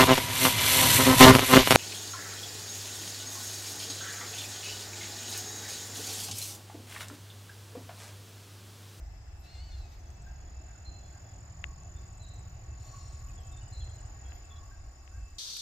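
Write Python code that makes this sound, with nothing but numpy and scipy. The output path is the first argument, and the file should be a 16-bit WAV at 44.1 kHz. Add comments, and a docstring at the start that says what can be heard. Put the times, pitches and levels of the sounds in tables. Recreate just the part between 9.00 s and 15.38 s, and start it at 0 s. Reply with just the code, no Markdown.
"""Beside a railway yard on a summer morning: a fast near cricket trill over slower and fainter crickets.
A catbird mews twice as harmonic stacks roughened by noise; chirps and caws are gliding tones.
Shaped noise makes town rumble, traffic, insect chorus and hiss; narrow whines come and go.
A distant diesel, summed firing orders, gathers speed, then eases. Decaying modes tick in the camera body."""
import sys
import numpy as np
from scipy import signal
from scipy.fft import rfft, irfft, next_fast_len
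from scipy.io import wavfile
from scipy.ndimage import uniform_filter1d, map_coordinates

SR = 44100
rng = np.random.default_rng(int(sys.argv[2]) if len(sys.argv) > 2 else 0)


def store_pcm(level_fs):
    """Save levels as 16-bit WAV."""
    pcm = np.round(np.clip(level_fs, -1, 1) * 32767).astype(np.int16)
    wavfile.write(sys.argv[1], SR, np.atleast_2d(pcm).T)


N = 281522


def amp(db):
    """Amplitude ratio from dB."""
    return 10 ** (np.asarray(db) / 20)


def unit(x):
    """Scale to rms 1."""
    return x / np.sqrt(np.mean(x ** 2) + 1e-20)


def along(points, hz):
    """Interpolate (f/Hz, value) points on a log frequency axis."""
    f, v = np.transpose(points)
    return np.interp(np.log(hz + 1), np.log(f + 1), v)


def curves(rows):
    """One value per sample for each column after the time."""
    s, *cols = np.transpose(rows)
    return [np.interp(np.arange(N) / SR, s, c) for c in cols]


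def ramp(from_s, to_s):
    """0 before, 1 after, a straight line between."""
    return np.interp(np.arange(N) / SR, [from_s, to_s], [0, 1])


def wobble(knots_per_s):
    """Smooth random curve through normal random knots."""
    knots = rng.standard_normal(int(N * knots_per_s / SR) + 4)
    return map_coordinates(knots, [np.arange(N) * knots_per_s / SR])


def filtered(x, response):
    """Apply a response given as a function of frequency."""
    m = next_fast_len(N + SR // 2)
    return irfft(rfft(x, m) * response(np.fft.rfftfreq(m, 1 / SR)), m)[..., :N]


def sides(pan_db):
    """Left and right gains; pan_db is left over right."""
    return amp(np.array([pan_db / 2, -pan_db / 2]))


def add(out, s, sound):
    """Mix a stereo sound in at time s."""
    part = out[:, max(round(s * SR), 0):][:, :sound.shape[1]]
    part += sound[:, :part.shape[1]]


def rush(spectrum, patchy_db):
    """Stereo noise of rms 1: shaped spectrum, random gain patches, left-right likeness set by frequency."""
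    # left-right correlation: f/Hz, correlation
    alike = [(60, 1), (150, 0.95), (380, 0.76), (950, 0.11), (2380, -0.1), (5980, -0.091), (15000, -0.33)]
    z = signal.stft(rng.standard_normal((2, N)), nperseg=512)[2]
    field = uniform_filter1d(rng.standard_normal(z.shape[1:]), 6, 0)
    field = uniform_filter1d(field, 14, 1)
    pair = signal.istft(z * amp(patchy_db * unit(field)), nperseg=512)[1][:, :N]
    closed = [(spectrum[0][0] * .8, -120), *spectrum, (spectrum[-1][0] * 1.1, -120)]

    def mid_side_response(hz):
        turn = np.arccos(np.clip(along(alike, hz), -1, .99)) / 2
        return amp(along(closed, hz)) * [np.cos(turn), np.sin(turn)]

    mid, side = filtered(pair, mid_side_response)
    return unit(np.array([mid + side, mid - side]))


def grass(x, wet_db, t60):
    """Short decaying scatter off stems and ballast, different at each port."""
    t = np.arange(SR // 8) / SR
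    tail = rng.standard_normal((2, len(t))) * amp(-60 * t / t60)
    tail = tail / np.linalg.norm(tail[0])
    return x + amp(wet_db) * signal.fftconvolve(x, tail, axes=1)[:, :N]


def buildings(x):
    """Discrete wall echoes, channels swapped on every other one."""
    # delay/s, level/dB
    wall_echoes = [(.033, -5), (.062, -5), (.095, -7.5), (.128, -9.5), (.165, -14), (.205, -13), (.26, -19)]
    out = 0
    for k, (delay_s, db) in enumerate(wall_echoes):
        delayed = np.pad(x[::(-1) ** k], ((0, 0), (round(delay_s * SR), 0)))[:, :N]
        out = out + amp(db) * delayed
    return out


def yard(x, wet_db):
    """Wall echoes, smeared by trees."""
    return grass(x + amp(wet_db) * buildings(x), wet_db=-5, t60=.12)


def stroke(length, top_hz, sag_hz, lead_rad, octave_db, fall_hz=0):
    """One wing stroke: the file speeds up and slows, so the pitch arches; left leads right by lead_rad."""
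    u = np.linspace(-1, 1, round(length * SR))
    hz = top_hz - sag_hz * u ** 2 - fall_hz * u
    phase = 2 * np.pi * np.cumsum(hz) / SR + rng.uniform(0, 2 * np.pi)
    phase = phase + [[lead_rad / 2], [-lead_rad / 2]]
    shape = (1 - u ** 8) * amp(-3 * u ** 2)
    return shape * amp(rng.normal(0, 1.0)) * (np.sin(phase) + amp(octave_db) * np.sin(2 * phase))


def glide(length, first_hz, middle_hz, last_hz, rasp):
    """A tone bending smoothly through three pitches; rasp shakes its size."""
    u = np.linspace(-1, 1, round(length * SR))
    hz = middle_hz + (last_hz - first_hz) / 2 * u + ((first_hz + last_hz) / 2 - middle_hz) * u ** 2
    shake = 1 + rasp * unit(uniform_filter1d(rng.standard_normal(len(u)), 160))
    fade = amp(-9 * np.clip(u, 0, 1) ** 2)  # breath runs out
    return (1 - u ** 4) * fade * shake * np.sin(2 * np.pi * np.cumsum(hz) / SR)


def town():
    """Rumble, drone and traffic wash: three bands of shaped noise with moving levels."""
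    # t/s, level/dB
    rumble_level = [(0.0, -43.5), (0.5, -47), (0.8, -40), (0.85, -44.5), (1.87, -47), (1.92, -39),
                    (1.99, -49), (2.49, -45.5), (2.54, -57), (2.65, -44), (3.7, -47.5), (3.96, -45),
                    (5.85, -42.5), (5.95, -52.5), (6.18, -44), (6.38, -50.5)]
    # t/s, drone level/dB, traffic level/dB
    town_levels = [(0, -66.5, -60.5), (1.1, -61, -59.5), (1.6, -62.5, -59), (2.36, -63, -59),
                   (2.81, -64, -59.5), (3.94, -63, -59.5), (4.48, -64, -59.5), (5.35, -65, -57.5),
                   (5.8, -70.5, -61.5), (6.38, -73, -62.5)]
    # spectra: f/Hz, relative density/dB
    rumble_spectrum = [(12, -41), (20, -9.5), (48, -3), (64, 1.5), (83, -5), (97, -11.5), (130, -18.5),
                       (170, -53), (290, -120)]
    traffic_spectrum = [(110, -36), (190, -12), (232, -6), (327, -4), (493, -11), (724, -1.5), (848, -5.5),
                        (981, -11), (1850, -11), (2480, -17), (2680, -15.5), (3190, -22), (3320, -22.5),
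                        (3590, -22), (4500, -19), (5850, -25), (9900, -120)]
    drone_spectrum = [(100, -12), (135, -5.0), (175, -13.5), (210, -16.5)]
    drone_db, traffic_db = curves(town_levels)
    rumble = amp(curves(rumble_level)[0]) * rush(rumble_spectrum, patchy_db=1.0)
    drone = amp(drone_db + 2.4 * wobble(4.2)) * rush(drone_spectrum, patchy_db=-2.0)
    traffic = amp(traffic_db) * rush(traffic_spectrum, patchy_db=1.1)
    return rumble + drone + traffic * sides(0.4)[:, None]


def air():
    """Noise bands: far insect chorus, one very high singer, fine hiss, a treble that swells at times."""
    # spectra: f/Hz, relative density/dB
    chorus_spectrum = [(4300, -44), (4800, 6), (5250, 5), (5800, -5.5), (6200, -1.5), (6900, 5.5),
                       (7700, 0), (8300, -6), (8800, -43)]
    hiss_spectrum = [(10000, -12.5), (11300, 2), (13000, 1), (14700, 8), (15600, 0.5)]
    # t/s, level/dB
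    singer_level = [(0, -89), (.4, -78), (.9, -81), (1.24, -100), (3, -94), (4, -77), (6.38, -87)]
    treble_level = [(0, -87), (.6, -80.5), (1.3, -89), (3, -96), (5.7, -105), (6.13, -79), (6.38, -88)]
    chorus = amp(-68.0 + wobble(0.85)) * rush(chorus_spectrum, patchy_db=1.5)
    high = amp(curves(singer_level)[0]) * rush([(12400, -25), (12900, 7), (13400, -10)], patchy_db=7.0)
    swell = amp(curves(treble_level)[0]) * rush([(9400, -7.5), (10500, 0.0), (11700, -7)], patchy_db=6.5)
    hiss = amp(-79.5 + 0.71 * wobble(3.0)) * rush(hiss_spectrum, patchy_db=4.0)
    return chorus * sides(3.2)[:, None] + (high + swell + hiss) * sides(1.9)[:, None]


def engine():
    """Low orders of the diesel's firing cycle plus the 15th, each wandering in level and phase."""
    # t/s, firing cycle rate/Hz, 10th order level/dB, 15th order level/dB
    engine_run = [(0, 7.9, -58, -80), (1, 10.9, -70.5, -78), (1.8, 10.9, -66, -72), (2.6, 11.2, -57, -61),
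                  (3.5, 11.8, -54, -68), (4.1, 12.15, -56, -78), (5.05, 11.9, -55, -85),
                  (5.2, 10, -70, -89), (6.38, 10.5, -66, -89)]
    # order, level above the 10th/dB
    low_orders = [(6, -1), (7, -1), (8, 0), (9, 0), (10, 0), (11, -15), (12, -17)]
    cycle_hz, tenth_db, top_db = curves(engine_run)
    turn = 2 * np.pi * np.cumsum(cycle_hz) / SR
    low = 0
    for k, db in low_orders:
        low = low + amp(tenth_db + db + 2 * wobble(2.5)) * np.sin(k * turn + .5 * wobble(3))
    top = amp(top_db + wobble(2)) * np.sin(15 * turn + .4 * wobble(3))
    return np.sqrt(2) * (low + top)  # levels are rms


def whines():
    """Narrow noise mixed with phase-jittered tones: low and high whines peak, high and thin ones waver."""
    # low, high, thin: f/Hz, width/Hz, left-right/dB
    whine_tones = [(1114, 68, -6.5), (2642, 24, -7.5), (3390, 45, -4)]
    # power share of the jittered tone, the rest narrow noise: low, high, thin
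    tone_shares = (.1, .8, .3)
    # base levels: t/s, level/dB
    low_base = [(0, -89), (1.8, -89), (2.4, -73), (5.7, -75.5), (6.38, -72.5)]
    high_base = [(0, -92), (.3, -76), (.8, -95), (1, -97), (1.2, -78.5), (2.35, -81), (2.5, -95),
                 (2.8, -80.5), (3.3, -80), (3.45, -91), (3.6, -77.5), (4.7, -83), (4.85, -84), (5.1, -90),
                 (5.4, -82), (5.6, -80), (6, -93), (6.1, -80), (6.3, -80), (6.34, -88)]
    thin_base = [(0, -90), (1.1, -83), (2.4, -83), (2.6, -97), (6.38, -99)]
    # peaks: t/s, level/dB
    low_peaks = [(2.72, -63.5), (3.94, -60), (4.25, -62.5), (4.54, -66), (5.1, -68), (5.6, -62),
                 (6.08, -68.5)]
    high_peaks = [(.44, -73), (1.18, -73), (1.72, -74.5), (2, -75.5), (2.16, -87), (4.54, -71),
                  (5.2, -74.5), (5.31, -71.5), (6.19, -70), (6.27, -73)]
    swell_db_per_s, waver_db = 68, 3.5
    out, t = 0, np.arange(N) / SR

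    def with_peaks(base_db, swells):
        slopes = [db - swell_db_per_s * abs(t - s) for s, db in swells]
        return np.max([base_db] + slopes, axis=0)

    low_db = with_peaks(curves(low_base)[0], low_peaks)
    high_db = with_peaks(curves(high_base)[0] + waver_db * wobble(14), high_peaks)
    thin_db = curves(thin_base)[0] + waver_db * wobble(9.5)
    for db, (hz, width_hz, pan_db), share in zip((low_db, high_db, thin_db), whine_tones, tone_shares):
        resonance = lambda f: 1 / (1 + ((f - hz) / (width_hz / 2)) ** 2)
        fuzz = unit(filtered(rng.standard_normal(N), resonance))
        tone = unit(np.sin(2 * np.pi * hz * t + wobble(width_hz)))
        whine = np.sqrt(share) * tone + np.sqrt(1 - share) * fuzz
        out = out + amp(db + 0.57 * wobble(7.9)) * whine * sides(pan_db)[:, None]
    return out


def ticks():
    """Modes of the camera's plastic shell ring briefly; the far (right) port hears them late and dull."""
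    # t/s, level/dB, treble/dB, left-right/dB
    tick_events = [(1.104, -45, 16, 6), (2.6412, -13.5, -13.5, 31), (2.835, -53, 25.5, 16),
                   (4.875, -42, -20, 12), (5.321, -33, -22, 17), (6.077, -35.5, -18, 21)]
    # shell modes: f/Hz, level/dB, t60/s
    shell_modes = [(1020, -13.5, 0.0088), (2070, 3, 0.0042), (2593, -3.5, 0.0069), (6520, -1, 0.0023),
                   (9350, -17, 0.003)]
    out, t = np.zeros((2, N)), np.arange(SR // 40) / SR
    soft = np.exp(-(t / .0003) ** 2) - 1  # the contact takes a moment
    for s, db, treble_db, pan_db in tick_events:
        ring = []
        for hz, level_db, t60 in shell_modes:
            decay = amp(level_db - 60 * t / t60 + treble_db * (hz > 5000))
            ring.append(soft * decay * np.sin(2 * np.pi * hz * t))
        late = np.pad(sum(ring[:2]), (30, 0))[:len(t)]  # two lowest modes, 30 samples late
        add(out, s, amp(db) * np.array([sum(ring), amp(-pan_db) * late]))
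    return out


def far_crickets():
    """Two trills of strokes falling in pitch, half drowned in scatter."""
    # stroke rate/Hz, first stroke/s
    far_beats = [(28.02, .032), (14.02, .004)]
    # middle f/Hz, fall in half a stroke/Hz, level/dB
    far_songs = [(5300, 277, -70.5), (6050, 250, -71)]
    out = 0
    for (rate_hz, first_s), (hz, fall_hz, db) in zip(far_beats, far_songs):
        song = np.zeros((2, N))
        for centre_s in np.arange(first_s, N / SR, 1 / rate_hz):
            sound = stroke(.018, rng.normal(hz, 60), 150, -1.5, octave_db=-40, fall_hz=fall_hz)
            add(song, centre_s - .009 + rng.normal(0, .0008), sound)
        out = out + amp(db + 2 * wobble(2)) * song
    return grass(out * sides(2)[:, None], wet_db=-2, t60=.11)


def slow_cricket():
    """Bouts of separate wing strokes, higher than the near cricket and to the left."""
    # first stroke/s, last stroke/s, strokes, first level/dB, last level/dB
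    bouts = [(0.125, 0.425, 7, -79, -70), (1, 1.222, 5, -79, -64), (2.013, 2.463, 9, -75, -74),
             (2.964, 3.395, 9, -67, -61.5), (3.816, 4.406, 12, -71, -63), (4.466, 5.063, 12, -61, -63),
             (5.39, 5.457, 2, -70, -65), (5.988, 6.36, 8, -80, -69)]
    out = np.zeros((2, N))
    for first_s, last_s, number, first_db, last_db in bouts:
        for share in np.linspace(0, 1, round(number)):
            sound = stroke(0.02, rng.normal(7800, 33), 500, 1.66, octave_db=-37)
            db = first_db + share * (last_db - first_db)
            add(out, first_s + share * (last_s - first_s) - .0085, amp(db) * sound)
    return grass(out * sides(7)[:, None], wet_db=-6, t60=.06)


def crows():
    """Far caws: only the strongest overtone carries, a rough tone whose pitch arches."""
    # start/s, length/s, level/dB
    caws = [(1.235, .115, -64.5), (1.662, .1, -67.5), (2.105, .108, -67), (5.289, .058, -67),
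            (5.706, .058, -64), (6.108, .135, -68)]
    top_hz, rise_hz_per_s, sag_hz_per_s = 1610, 3800, 4800
    out = np.zeros((2, N))
    for s, length, db in caws:
        first_hz = top_hz - rise_hz_per_s * length / 2
        last_hz = top_hz - sag_hz_per_s * length / 2
        caw = glide(length, first_hz, top_hz, last_hz, rasp=.8)
        add(out, s, amp(db) * np.ones((2, 1)) * caw)
    return yard(out, wet_db=-8)


def small_birds():
    """Whistled chirps, nearly all falling in pitch, each with its own send to the wall echoes."""
    # start/s, length/s, f/Hz, fall/Hz, level/dB, left-right/dB, echo send/dB
    notes = [(1.848, 0.064, 4163, 58, -54, -3, -1.5), (2.956, 0.052, 3565, 42, -66.5, -3, -6),
             (3.196, 0.052, 4060, 30, -61, -3, 5.5), (3.228, 0.047, 3860, 70, -61.5, -6, 1),
             (4.277, 0.02, 2970, 111, -66, -2.5, -8), (4.295, 0.018, 2550, 85, -66, -10, -14),
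             (4.369, 0.04, 3390, 120, -66, -10, 0), (4.396, 0.024, 3150, 60, -67, -11, 0),
             (4.515, 0.042, 3660, 107, -63, 5, -15), (4.565, 0.051, 3660, 28, -66, 2, -12),
             (4.567, 0.026, 3570, 30, -63, 1, -12), (4.606, 0.042, 2930, 100, -68.5, -15, 4),
             (4.72, 0.041, 4150, 12, -57, 0, 7.5), (4.744, 0.042, 3970, 116, -59, 3, 0),
             (4.803, 0.029, 3400, 120, -59, -1, -1), (4.82, 0.023, 3170, 38, -63, -1, -12),
             (4.897, 0.011, 3270, -2, -62, 3, -16), (4.979, 0.024, 2940, 23, -67, -8, -2),
             (5.244, 0.044, 3320, 64, -66, -7, 2), (5.298, 0.018, 4080, 220, -65, 0, -14),
             (5.497, 0.047, 3497, 30, -61, 3, -18), (5.499, 0.051, 3400, 20, -63, 1, -15),
             (5.551, 0.055, 3460, 20, -67, -1, -18), (5.551, .04, 3370, 20, -63.5, 1, -14),
             (5.563, .02, 3800, 40, -71, 5, -17), (5.56, 0.018, 4000, 120, -68, 15, -17)]
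    fall_by_middle = 0.26  # share of the fall reached halfway
    chirps, to_walls = np.zeros((2, 2, N))
    for s, length, hz, fall_hz, db, pan_db, echo_db in notes:
        whistle = glide(length, hz, hz - fall_by_middle * fall_hz, hz - fall_hz, rasp=.2)
        note = amp(db) * sides(pan_db)[:, None] * whistle
        add(chirps, s, note)
        add(to_walls, s, amp(echo_db) * note)
    direct = grass(chirps, wet_db=-7, t60=.1)
    return direct + grass(amp(-8.5) * buildings(to_walls), wet_db=5, t60=.18)


def catbird():
    """Nasal harmonic stacks; uneven alternate cycles add lines halfway, rasp blurs them."""
    # two mews: t/s, f/Hz, level before tone shaping/dB, halfway lines/dB, rasp (relative noise size)
    mews = [
        [(.4, 1310, -72, -9, 3.5), (.465, 1338, -67.5, -9, 2.8), (.515, 1436, -64, -10, 1.7),
         (.575, 1390, -63.5, -4, 1.6), (.605, 1446, -62, -5, 2), (.63, 1490, -66, -14, 2.3),
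         (.68, 1500, -65.5, -11, 1.8), (.72, 1425, -63, -2, 1.2), (.755, 1420, -65.5, -4, 1.8),
         (.8, 1341, -68, -13, 2.4), (.88, 1262, -70.5, -13, 2.6), (.9, 1250, -77, -12, 3),
         (.918, 1320, -67.5, -6, 3.5), (.95, 1200, -72, -6, 4), (.985, 1190, -77, -6, 4)],
        [(3.76, 1330, -76, -12, 3), (3.83, 1390, -70, -12, 2.6), (3.87, 1445, -65.5, -12, 1.6),
         (3.97, 1450, -66, -12, 1.7), (4.01, 1405, -64, -12, 1.3), (4.11, 1383, -65.5, -12, 1.5),
         (4.16, 1350, -70, -12, 2.6), (4.25, 1334, -76, -12, 3)],
    ]
    # per mew: open beak resonance f/Hz, brightness/(dB/octave), flutter depth, lowest lines/dB
    mew_voices = [(4270, -4.5, .45, 0), (5630, 1.5, 1, -8)]
    # throat response: f/Hz, gain/dB
    throat = [(600, -28), (1400, -20), (2100, -4), (2900, -6), (3500, -5.5), (4200, 0), (5700, -9.5),
              (7500, -6.5), (10000, -24), (12000, -54), (15000, -13)]
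    flutter_hz = 340  # a second membrane splits each line into strands
    shake_per_rasp = .005  # relative pitch shake
    out, t = np.zeros(N), np.arange(N) / SR
    for rows, (beak_hz, bright_db, flutter, low_db) in zip(mews, mew_voices):
        hz, db, half_db, rasp = curves(rows)
        phase = 2 * np.pi * np.cumsum(hz * (1 + shake_per_rasp * rasp * wobble(220))) / SR
        uneven = amp(half_db + 1.5 * wobble(12))
        voice = 0
        for k in range(2, 17):  # in half harmonics
            beak_db = 7 * np.exp(-((k * hz / 2 - beak_hz) / 600) ** 2)
            tilt_db = bright_db * np.log2(k / 6) + low_db * (k < 5)
            line = np.cos(k * phase / 2) * amp(tilt_db + beak_db + 2.6 * wobble(35))
            voice = voice + line * (uneven if k % 2 else 1)
        flutter_phase = 2 * np.pi * np.cumsum(flutter_hz * (1 + .08 * wobble(15))) / SR
        voice = voice * (1 + flutter * amp(1.8 * wobble(10)) * np.cos(flutter_phase))
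        voice = voice + rasp * amp(2.8 * wobble(45)) * rng.standard_normal(N)
        gate = np.clip(np.minimum(t - rows[0][0], rows[-1][0] - t) / .04, 0, 1)
        out += gate * amp(db) * voice
    voiced = filtered(out, lambda f: amp(along(throat, f)))
    return yard(voiced * sides(2.4)[:, None], wet_db=-12)


def near_cricket():
    """A fast even trill of wing strokes that swells in, warms up in pitch and sometimes falters."""
    # t/s, level/dB, left-right/dB
    trill = [(.55, -74, -7), (1.15, -62.5, -1), (1.45, -55.5, -3), (2.6, -54, -3), (3, -53.5, 2),
             (3.3, -56, -3.5), (3.7, -56, 0), (3.9, -51.5, 4), (4.4, -53, 0), (5.3, -52.5, 0),
             (5.5, -54, 3), (5.85, -58.5, 0), (6.38, -59.5, 1)]
    # wings miss the file: middle/s, length/s
    falters = [(2.753, .012), (4.102, 0.013), (4.415, 0.035)]
    rate_hz, rate_gain_hz_per_s, beat_s = 43.0, .056, 2.2942  # rate holds at beat_s, when one stroke falls
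    from_s, cold_hz, warm_hz = .57, 6680, 7098
    out, t = np.zeros((2, N)), np.arange(N) / SR
    stroke_count = rate_hz * (t - beat_s) + rate_gain_hz_per_s / 2 * (t - beat_s) ** 2
    whole_strokes = np.arange(np.ceil(stroke_count[round(from_s * SR)]), stroke_count[-1])
    db, pan_db = curves(trill)
    top_hz = cold_hz + (warm_hz - cold_hz) * ramp(0.74, 1.62)
    lead_rad = 0.86 * ramp(3.4, 4.2)  # comes to reach the left port first
    for centre_s in np.interp(whole_strokes, stroke_count, t):
        i = min(round(centre_s * SR), N - 1)
        stroke_hz = top_hz[i] + rng.normal(0, 20)
        sound = stroke(.0142, stroke_hz, 620, lead_rad[i], octave_db=-33, fall_hz=90)
        add(out, centre_s - .007 + rng.normal(0, .0003), sound)
    for middle_s, length in falters:
        out *= np.clip((abs(t - middle_s) - length / 2) / 0.0018, 0, 1)
    return grass(out * amp(db) * sides(pan_db), wet_db=-11, t60=.05)


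def scene():
    """All layers, background to near cricket."""
    background = town() + air() + engine() + whines() + ticks()
    birds = crows() + small_birds() + catbird()
    return background + far_crickets() + slow_cricket() + birds + near_cricket()


def record(dry):
    """The camera keeps nothing at or above its band limit, 15550 Hz."""
    return filtered(dry, lambda hz: hz < 15550)


dry = scene()
out = record(dry)
store_pcm(out)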